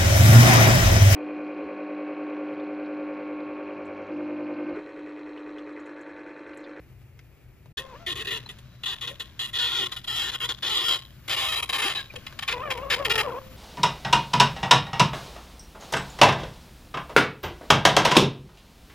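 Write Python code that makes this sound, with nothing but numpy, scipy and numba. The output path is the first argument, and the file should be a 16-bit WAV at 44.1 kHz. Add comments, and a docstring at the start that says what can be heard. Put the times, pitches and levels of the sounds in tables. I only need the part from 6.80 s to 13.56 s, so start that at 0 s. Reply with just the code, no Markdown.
"""A loaded wheelbarrow creaks and squeals towards the listener across a yard, after a quiet place and a short gap.
Ragged slips in the dry joints shake resonances of frame, legs and tub; the axle squeals as a shaky harmonic tone.
Gliding sines whistle and groan, and snaps of noise tick underfoot and in the load.
Shaped noise makes the far rumble, hum, open-air hiss, rustle and echoes; two close microphone ports pick it up."""
import sys
import numpy as np
from scipy import signal
from scipy.fft import rfft, irfft, next_fast_len
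from scipy.io import wavfile
from scipy.ndimage import uniform_filter1d
from numba import njit

SR = 44100
rng = np.random.default_rng(int(sys.argv[2]) if len(sys.argv) > 2 else 0)


def persist_wave(psi):
    """Save psi, clipped to +-1, as 16-bit WAV."""
    counts = np.round(np.clip(psi, -1, 1) * 32767).astype(np.int16)
    wavfile.write(sys.argv[1], SR, np.atleast_2d(counts).T)


N = 298277
PAD = next_fast_len(N)   # FFT length in samples
SECOND_PLACE_S = 0.97    # the yard with the barrow begins here


def from_db(db):
    """Gain of a level in dB."""
    return 10 ** (np.asarray(db) / 20)


def rms_one(x):
    """Scale to rms 1."""
    return x / np.sqrt(np.mean(x ** 2) + 1e-20)


def in_time(rows, silent=-120):
    s, *columns = np.transpose(rows)
    t = np.arange(N) / SR
    return np.array([np.interp(t, s, c, left=silent, right=silent) for c in columns])


def drift(rate_hz):
    """Random wandering around 0 with rms 1: noise smoothed at a twentieth of the sample rate."""
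    r = np.exp(-40 * np.pi * rate_hz / SR)
    noise = rng.standard_normal(N // 20 + 2002)
    slow = signal.lfilter([1], [1, -2 * r, r * r], noise)[2000:]
    return np.interp(np.arange(N) / 20, np.arange(len(slow)), rms_one(slow))


def resonate(x, hz, width_hz):
    """Two-pole resonance with gain 1 on top."""
    r = np.exp(-np.pi * width_hz / SR)
    top = np.array([1, 0, -1]) * (1 - r * r) / 2
    return signal.lfilter(top, [1, -2 * r * np.cos(2 * np.pi * hz / SR), r * r], x + 1e-18)


@njit
def two_pole(x, gain, cosine, r):
    """Resonator whose centre may change at every sample."""
    out = np.zeros(len(x))
    for i in range(2, len(x)):
        out[i] = gain * (x[i] - x[i - 2]) + 1e-18 + 2 * r * cosine[i] * out[i - 1] - r * r * out[i - 2]
    return out


def at_hz(points, column):
    """A column of a frequency table on the FFT grid, joined evenly in log frequency."""
    hz = np.maximum(np.arange(PAD // 2 + 1) * SR / PAD, 1)
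    points = np.array(points)
    return np.interp(np.log(hz), np.log(points[:, 0]), points[:, column])


def coloured(spectrum):
    """Two unrelated noises with the given spectrum, rms 1."""
    white = rfft(rng.standard_normal((2, PAD)))
    return rms_one(irfft(white * from_db(at_hz(spectrum, column=1)), PAD)[:, :N])


# Bursts of slipping in the frame.
# Each row: start in seconds, end in seconds, force at the start in dB, force at the end in dB.
CREAKS = [(0.972, 1.005, -29, -42.5), (1.262, 1.328, -32, -33.5), (1.353, 1.424, -39, -36),
          (1.446, 1.456, -39, -41), (1.469, 1.498, -31.5, -38), (1.505, 1.579, -30, -38),
          (1.688, 1.717, -36.5, -58), (1.784, 1.789, -47.5, -56), (2.033, 2.046, -31, -33.5),
          (2.056, 2.141, -28, -34.5), (2.21, 2.255, -32, -39.5), (2.272, 2.32, -29, -54),
          (2.396, 2.428, -27, -46), (2.591, 2.661, -29.5, -34), (2.669, 2.698, -49, -43),
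          (2.73, 2.774, -34, -26.5), (2.784, 2.828, -27.5, -23.5), (2.83, 2.899, -24.5, -31),
          (2.903, 2.942, -31.5, -29), (2.946, 3.045, -28, -28.5), (3.055, 3.067, -29, -28.5),
          (3.116, 3.148, -24.5, -51), (3.161, 3.19, -29, -47.5), (3.24, 3.247, -38, -35),
          (3.273, 3.501, -28, -29.5), (3.513, 3.557, -43, -28), (3.6, 3.658, -34, -27),
          (3.688, 3.721, -25.5, -34), (3.822, 3.887, -30.5, -28), (3.893, 4.085, -26.5, -28.5),
          (4.081, 4.104, -22, -26), (4.107, 4.147, -23.5, -25.5), (4.152, 4.169, -25, -39.5),
          (4.477, 4.483, -38, -30), (4.492, 4.537, -30, -26), (4.543, 4.55, -26, -30),
          (4.561, 4.675, -29.5, -30.5), (4.681, 4.71, -28, -34.5), (4.716, 4.747, -29.5, -30),
          (4.757, 4.803, -34, -32.5), (4.824, 4.841, -25, -42), (4.89, 4.904, -29.5, -32),
          (4.925, 4.969, -28, -31.5), (4.979, 5.005, -32, -27.5), (5.016, 5.12, -28.5, -31.5),
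          (5.147, 5.212, -32, -42), (5.356, 5.362, -38.5, -35), (5.465, 5.467, -21, -39.5),
          (5.589, 5.592, -24.5, -33.5), (5.622, 5.634, -36.5, -32.5), (5.676, 5.7, -25, -31),
          (5.706, 5.727, -41, -27), (5.902, 5.921, -28, -31.5), (5.975, 5.98, -37, -64),
          (6.099, 6.145, -26.5, -25.5), (6.247, 6.263, -25.5, -29.5), (6.296, 6.322, -25, -23.5),
          (6.353, 6.357, -20, -28.5), (6.376, 6.412, -25.5, -30.5)]


def burst_force():
    """Strength of the slipping: bursts with softened starts and short tails, as the joint lets go and grips."""
    force = np.zeros(N)
    for start, end, start_db, end_db in CREAKS:
        a, b = round(start * SR), round(end * SR)
        force[a:b] = from_db(np.linspace(start_db, end_db, b - a))
    grip = np.exp(-1 / (.0023 * SR))      # the joint grips again within a few ms
    force = np.maximum(force, signal.lfilter([1 - grip], [1, -grip], force))
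    loosen = np.exp(-1 / (.0016 * SR))    # and breaks loose faster
    return signal.lfilter([1 - loosen], [1, -loosen], force)


# Moments when the ragged slipping locks onto a nearly steady rate.
# Each row: centre in seconds, rough length in seconds, slips per second.
LOCKS = [(1.29, .05, 350), (1.55, .04, 448), (2.1, .04, 390), (2.825, .05, 476), (2.97, .04, 476),
         (3.015, .04, 357), (3.33, .04, 435), (3.66, .035, 500), (3.92, .05, 430), (4.06, .03, 476),
         (4.7, .03, 640), (5.065, .03, 400), (6.31, .04, 470)]
RAGGED, LOCKED = (.15, 1.8), (.02, .8)   # (jitter as share of a period, spread of sizes in dB)
GRIT_DB = -12   # beside the slips


def slips():
    """Train of uneven clicks, steadier in the locks, with noise as grit between them; rms 1."""
    t = np.arange(N) / SR
    centre, length, locked_rate = np.transpose(LOCKS)
    near = [np.clip(2 - 4 * np.abs(t - s) / span, 0, 1) for s, span in zip(centre, 1.5 * length)]
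    lock = np.max(near, axis=0)   # 0 ragged, 1 locked
    rate = np.interp(t, centre, locked_rate) * from_db((1.1 - lock) * drift(25))
    jitter, spread_db = (ragged + (locked - ragged) * lock for ragged, locked in zip(RAGGED, LOCKED))
    at = np.flatnonzero(np.diff(np.floor(np.cumsum(rate / SR))))   # a slip at each full period
    late, size = rng.standard_normal((2, N))[:, at]
    moved = at + (late * jitter[at] / rate[at] * SR).astype(int)
    train = np.zeros(N)
    train[np.clip(moved, 0, N - 1)] = from_db(spread_db[at] * size)
    return rms_one(rms_one(train) + from_db(GRIT_DB) * rng.standard_normal(N))


MODE_WANDER = .005   # each mode's pitch wanders randomly by this share


def wandering(x, hz, width_hz, wander):
    """Resonance with gain 1 on top whose centre wanders."""
    r = np.exp(-np.pi * width_hz / SR)
    cosine = np.cos(2 * np.pi * hz * (1 + MODE_WANDER * wander) / SR)
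    return two_pole(x, (1 - r * r) / 2, cosine, r)


# Times in seconds of the four stages, as the barrow turns and nears.
STAGES_S = [1.7, 3.6, 4.9, 6.0]
MODE_SWAY_DB = 1.8   # slow chance in each mode's share


def ring_part(modes, level, motion):
    """One part of the barrow: shaken resonances whose shares change; friction steadies their strength."""
    t, part = np.arange(N) / SR, np.zeros(N)
    # power of white noise through the modes, so that every part starts from equal strength
    power = sum(from_db(stages_db) ** 2 * np.pi * width / SR for hz, width, *stages_db in modes)
    drive = level * motion
    for k, (hz, width, *stages_db) in enumerate(modes):
        sway = drift(7)
        share_db = np.interp(t, STAGES_S, stages_db - 10 * np.log10(power)) + MODE_SWAY_DB * sway
        # the reversed sway serves as the pitch wander
        part += (-1) ** k * wandering(drive * from_db(share_db), hz, width, sway[::-1])
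    # friction holds the vibration near what the force allows
    given, taken = uniform_filter1d([level ** 2, part ** 2], size=round(.018 * SR)) + 1e-12
    return part * np.clip(given / taken, .2, 5) ** .45


# Resonances of the joint, the legs, the tub and the friction hiss.
# Each row: pitch in Hz, width in Hz, then the relative share in dB at each of the four stages.
JOINT_MODES = [(2882, 79, 6.5, 0, 1.5, 3), (3063, 254, -13, 0.5, 1.5, -1.5), (3267, 267, 4, 9, 6, 6.5),
               (3385, 280, 10, 7, 2, 3.5), (3884, 143, 3, -4.5, 0.5, -3.5), (4023, 105, 2.5, -5, -2, -3.5),
               (4870, 860, -14.5, -15.5, -12, -11.5), (5070, 82, -14, -6.5, -6, -2.5),
               (7110, 410, -14.5, -16, -17, -20)]
LEG_MODES = [(794, 106, -14, -5, -5, -7.5), (967.5, 21, -6.5, -2.5, -2.5, -19),
             (1050, 15.7, -4, 4.5, 1.5, -7), (1186, 113, -10, -5, -3.5, -7), (1395, 77, -10.5, 3, -6.5, -4),
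             (1843, 154, 7, 6, 4.5, 5.5), (1875, 130, 9.5, 8, 4, 2.5), (2072, 61, -8, -1, -2, -1),
             (2342, 115, -25, -4, -3, 0), (2560, 85, -1, -4, -1, 4.5)]
TUB_MODES = [(355, 150, 3, 4.5, 0.3, -5), (407, 86, 5.5, 3.5, -0.8, 3), (472, 14.6, 4.5, -5.5, 2.5, 4.5),
             (583, 290, -13.5, -8.5, -4.5, -7)]
HISS_MODES = [(8720, 3200, 8, 31, 23, 16), (10070, 330, 7, 10, 29, 9), (11700, 11000, -13.5, 2, -27, -24)]
# How strongly the other parts sound beside the joint as the barrow turns and nears.
# Each row: time in seconds, legs in dB, tub in dB, hiss in dB.
PARTS = [(1.0, -2, -13, -10), (1.45, 0, -6.5, -13), (2.05, -4.5, -24.5, -16), (2.3, -4, -14, -14.5),
         (2.65, -7, -23, -13.5), (3.05, -4.5, -14.5, -14), (3.2, -9, -27, -16), (3.55, -5, -14, -14.5),
         (4.15, -6, -12, -12), (4.5, -1, -11.5, -8), (4.75, -0.5, -13.5, -4.5), (5.05, 3, -10, -4.5),
         (5.2, -4.5, -15.5, -16), (5.6, 1, -37, -10), (5.7, 3.5, -10.5, -12), (6.4, 4.5, -8.5, -3.5)]
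# legs, tub and hiss follow only a share of the force's swing about its usual level
FOLLOWS, USUAL_DB = [[0.69], [0.54], [0.37]], -35


def creaks():
    """Stick-slip in the dry joints shakes joint, legs, tub and a friction hiss; a strut rings on."""
    force = burst_force()
    swing = (force / from_db(USUAL_DB) + 1e-9) ** np.array(FOLLOWS)
    legs, tub, hiss = swing * from_db(USUAL_DB + in_time(PARTS, silent=None))
    train = slips()
    shaking = rms_one(train + .55 * rng.standard_normal(N))      # the far parts feel the slips blurred
    rubbing = rms_one(.5 * train + rng.standard_normal(N))       # the hiss is mostly plain friction
    out = ring_part(JOINT_MODES, force, train)
    out += ring_part(LEG_MODES, legs, shaking)
    out += ring_part(TUB_MODES, tub, shaking)
    out += ring_part(HISS_MODES, hiss, rubbing)
    strut = resonate(shaking * legs, hz=1075, width_hz=6)   # narrow, so it rings on after each burst
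    return out + from_db(16) * strut


# Two passages of axle squeal, before the body colours them.
# Each row: time in seconds, pitch in Hz, level in dB.
SQUEALS = [
    [(0.99, 476, -50), (1.014, 540.5, -46.5), (1.108, 532, -49), (1.145, 459.6, -49), (1.162, 584, -46),
     (1.188, 615, -65), (1.2, 683, -51), (1.278, 678, -53), (1.3, 597, -47)],
    [(5.72, 511, -102), (5.734, 509.4, -36.5), (5.768, 479, -41), (5.79, 515.6, -42.5), (5.815, 510, -35),
     (5.835, 616, -34), (5.885, 579, -35), (5.905, 529.2, -39.5), (5.97, 470.3, -40), (6.042, 565.7, -31),
     (6.06, 521.6, -36), (6.1, 562.6, -32), (6.17, 469.4, -42), (6.195, 557, -27.5), (6.244, 549.7, -34),
     (6.29, 405.6, -38), (6.34, 449.7, -42.5), (6.42, 421.7, -34), (6.443, 591, -29.5),
     (6.462, 565.5, -30.5), (6.478, 489.6, -33), (6.494, 488, -30), (6.508, 442, -35.5),
     (6.523, 547, -29.5), (6.545, 465, -33.5), (6.588, 554, -33.5), (6.6, 544, -63)],
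]
# Upper partials of the squeal.
# Each row: time in seconds, second partial in dB, those above in dB.
SQUEAL_EDGE = [(1.09, -2.5, -8), (1.17, -1, -3), (1.3, -18, -14), (5.86, 1.5, -1.5), (6.0, -4, -9),
               (6.24, -3, -13), (6.46, -3.5, -11)]
# The barrow's body colours each partial. Each row: frequency in Hz, gain in dB.
SQUEAL_BODY = [(400, 6), (480, -0.5), (540, -5.5), (690, -2), (850, 4), (1050, -1), (1190, -5.5),
               (1320, 10), (1420, -12.5), (1600, -11.5), (1750, -6.5), (1950, -13), (2250, -14.5),
               (2600, -12.5), (4200, -33)]
SQUEAL_RASP, SQUEAL_BREAK_DB = .45, 3   # depth of roughness, depth of the breaks in dB


def squeal():
    """Regular stick-slip on the axle: a shaky, raspy tone of six partials that breaks as the axle catches."""
    out = np.zeros(N)
    body_hz, body_db = np.transpose(SQUEAL_BODY)
    for rows in SQUEALS:
        a, b = round(rows[0][0] * SR), round(rows[-1][0] * SR)
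        pitch, level_db = in_time(rows)[:, a:b]
        second_db, edge_db = in_time(SQUEAL_EDGE, silent=None)[:, a:b]
        phase = 2 * np.pi * np.cumsum(pitch * (1 + .017 * drift(50)[a:b])) / SR
        catch = np.minimum(drift(30), .7)[a:b]   # the axle catches and the whole tone breaks
        for k in range(1, 7):
            db = level_db + np.interp(np.log(k * np.abs(pitch)), np.log(body_hz), body_db)
            db = db + (k == 2) * second_db + (k > 2) * edge_db
            own_break = np.sqrt(k) * np.minimum(drift(32), 1)[a:b] / 2   # higher partials break more
            rasp = 1 + SQUEAL_RASP * drift(200)[a:b]
            uneven = from_db(db + SQUEAL_BREAK_DB * (catch + own_break)) * rasp
            out[a:b] += np.sqrt(2) * uneven * np.sin(k * phase)
    return out


def tub_ring():
    """A tub plate rings on as the squeal stops: one slowly dying sine."""
    start_s, hz, t60_s, db = 6.58, 522, 1.5, -46
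    since = np.maximum(np.arange(N) / SR - start_s, 0)
    fade_in = np.minimum(since / 0.018, 1)
    return from_db(db - 60 * since / t60_s) * fade_in * np.sin(2 * np.pi * hz * since)


# Brief gliding tones, from low groans to thin whistles.
# Each row: start in seconds, length in seconds, first pitch in Hz, last pitch in Hz, level in dB.
WHISTLES = [(1.656, 0.018, 3990, 4160, -43), (1.818, 0.28, 3860, 3940, -67),
            (2.284, 0.066, 490, 594, -47.5), (2.981, 0.12, 412, 355, -41), (4.751, 0.041, 3894, 4000, -27),
            (4.891, 0.016, 3850, 3870, -26), (5.041, 0.044, 260, 430, -34.5),
            (5.147, 0.057, 3970, 3797, -29.5), (5.168, 0.051, 1750, 1580, -35),
            (5.296, 0.02, 2514, 2372, -40.5), (5.337, 0.059, 463, 511, -43.5)]
WHISTLE_WAVER_HZ, WHISTLE_RASP = 9, .5   # rms pitch shake, depth of roughness


def whistles():
    """Short gliding sines, a little shaky and raspy, with soft ends."""
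    out = np.zeros(N)
    waver = WHISTLE_WAVER_HZ * drift(52)
    rasp = 1 + WHISTLE_RASP * drift(150)
    for s, length, from_hz, to_hz, db in WHISTLES:
        i, n = round(s * SR), round(length * SR)
        pitch = np.linspace(from_hz, to_hz, n) + waver[i:i + n]
        phase = 2 * np.pi * np.cumsum(pitch) / SR
        out[i:i + n] += from_db(db) * np.hanning(n) ** .5 * np.sin(phase)
    return out * rasp


# Small ticks underfoot and in the load.
# Each row: start in seconds, strength in dB, pitch in Hz.
TICKS = [(0.215, -44, 450), (0.391, -41.5, 1860), (0.858, -39, 537), (1.662, -35, 990), (5.338, -26, 526),
         (5.439, -54, 1780), (5.525, -35.5, 1487)]


def ticks():
    """Short dying snaps of noise through a broad resonance."""
    out = np.zeros(N)
    snap = np.exp(-np.arange(600) / (0.0056 * SR))
    for s, db, hz in TICKS:
        i = round(s * SR)
        out[i:i + 600] += 2 * from_db(db) * resonate(rng.standard_normal(600) * snap, hz, 0.64 * hz)
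    return out


# Level of the far rumble. Each row: time in seconds, level in dB.
RUMBLE_LEVEL = [(0, -49), (.45, -55), (.92, -49), (1.4, -51.5), (2.0, -54), (4.4, -50.5), (5.5, -52),
                (6.3, -44), (6.76, -53.5)]
# Level of the open-air hiss in the second place. Each row: time in seconds, level in dB.
AIR_LEVEL = [(.97, -54.5), (1.5, -50), (1.9, -55.5), (3.2, -54), (4.4, -56.5), (5.5, -49), (6.05, -50.5),
             (6.76, -50)]
# Spectra of the rumble, the air in the first and second place, and the rustle.
# Each row: frequency in Hz, relative level per Hz in dB.
RUMBLE = [(12, -39), (24, -26), (54, 9), (110, 4.5), (131, 5.5), (166, -7), (236, -23), (323, -14),
          (400, -13), (520, -53)]
FIRST_AIR = [(120, -50), (200, -3), (323, -4), (1060, -16.5), (2440, -13), (3170, -23.5), (7290, -31),
             (8000, -22), (10400, -50)]
AIR = [(120, -1.5), (200, -1), (446, -18), (608, -12), (778, -21), (1060, -15.5), (1490, -14.5),
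       (3870, -21.5), (8000, -31.5), (10400, -66)]
RUSTLE = [(3530, -59), (6000, -28), (7400, -4), (9050, -8), (10700, -5.5), (14100, -3.5), (15500, 3.5),
          (16300, -70)]
HUM_HZ, HUM_WIDTH_HZ, HUM_DB = 123.6, 4.9, -55
FIRST_AIR_DB, FIRST_RUSTLE_DB = -63, -72
RUSTLE_DB, NEARING_DB_PER_S = -72.5, 2   # at the second place's start, then rising as the tyre nears


def yard():
    """Far rumble, wavering hum, open-air hiss and the tyre's rustle on the gravel; two unrelated versions."""
    rumble_db, = in_time(RUMBLE_LEVEL, silent=None)
    since = np.arange(N) / SR - SECOND_PLACE_S
    hum = rms_one(resonate(rng.standard_normal((2, N)), HUM_HZ, HUM_WIDTH_HZ))   # narrow noise wavers
    low = from_db(rumble_db + 1.2 * drift(3.0)) * coloured(RUMBLE) + from_db(HUM_DB) * hum
    first_air = from_db(FIRST_AIR_DB) * coloured(FIRST_AIR)
    second_air = from_db(in_time(AIR_LEVEL, silent=None)) * coloured(AIR)
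    air = np.where(since < 0, first_air, second_air)   # each place has its own air
    rustle_db = np.where(since < 0, FIRST_RUSTLE_DB, RUSTLE_DB + NEARING_DB_PER_S * since)
    flicker = from_db(1.2 * drift(12))
    return low + flicker * (air + from_db(rustle_db) * coloured(RUSTLE))


ECHO_T60_S, ECHO_DB, ECHO_CUT_HZ = 0.36, -13.5, 22000


def echoes(x):
    """Sheds, walls and trees send back a dying smear: dying noise as echo; two unrelated versions."""
    t = np.arange(int(.6 * SR)) / SR
    roughness = drift(90)   # a fast random drift roughens the echo and smears its pitches
    tail = rng.standard_normal((2, len(t))) * from_db(-60 * t / ECHO_T60_S) * (t > .006)
    tail = signal.sosfilt(signal.butter(1, ECHO_CUT_HZ, fs=SR, output="sos"), tail)
    tail = tail / np.sqrt(np.sum(tail ** 2, axis=1, keepdims=True))
    return from_db(ECHO_DB) * roughness * signal.fftconvolve(x[None], tail, axes=1)[:, :N]


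# How the two microphone ports hear each frequency. Each row: frequency in Hz, sum in dB,
# difference in dB, phase of the difference in radians, unrelated part of the difference in dB.
PORTS = [(60, 0, -17, 0, -16), (300, 0, -16, 0, -10), (700, 0, -8.5, 0, -7), (1300, 0, -16, 0, -14),
         (1900, 0, -15, .6, -13), (2250, 0, -8, 1.6, -10), (2700, 0, 0, 1.5, -7), (4000, 0, -5, 1.2, -4),
         (5300, 0, -6, .3, -2), (6500, 0, -6, -.4, -2), (7300, -3, -2, -.7, -3), (8200, -16, -3, -.5, -4),
         (9000, -22, -2, 1.2, -4), (10000, -3, 1, 1.6, -2), (11200, 0, -11, 1.6, -7),
         (13000, 0, -28, 1.4, -23)]
SCATTER_S, SCATTER_DB = .003, -2   # nearby objects scatter the barrow's sound unequally to the ports


def ports(direct, diffuse):
    """Sum and difference of two close ports; scattered and diffuse sound make them differ."""
    scatter = rng.standard_normal(800) * np.exp(-np.arange(800) / (SCATTER_S * SR))
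    scattered = signal.fftconvolve(direct, scatter / np.sqrt(np.sum(scatter ** 2)))[:N]
    total = rfft(direct + diffuse[0], PAD)
    unlike = rfft(diffuse[1] + from_db(SCATTER_DB) * drift(18.5) * scattered, PAD)
    mid = irfft(total * from_db(at_hz(PORTS, column=1)), PAD)[:N]
    turn = from_db(at_hz(PORTS, column=2)) * np.exp(1j * at_hz(PORTS, column=3))
    side = irfft(total * turn + unlike * from_db(at_hz(PORTS, column=4)), PAD)[:N]
    return np.array([mid + side, mid - side])


def scene():
    """Barrow, its echoes and the yard at the microphone ports."""
    barrow = creaks() + squeal() + tub_ring() + whistles() + ticks()
    return ports(barrow, echoes(barrow) + yard())


FIRST_END_S, CUTOFF_HZ = 0.93, 16400


def record(dry):
    """A short silence parts the two places; a steep filter removes the highest treble."""
    t = np.arange(N) / SR
    closing = (FIRST_END_S - t) / 0.009        # fades out over 9 ms
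    opening = (t - SECOND_PLACE_S) / 0.0008    # fades in over 0.8 ms
    gate = np.clip(np.maximum(closing, opening), 0, 1)
    return signal.sosfilt(signal.cheby2(12, 70, CUTOFF_HZ, fs=SR, output="sos"), dry * gate)


dry = scene()
out = record(dry)
persist_wave(out)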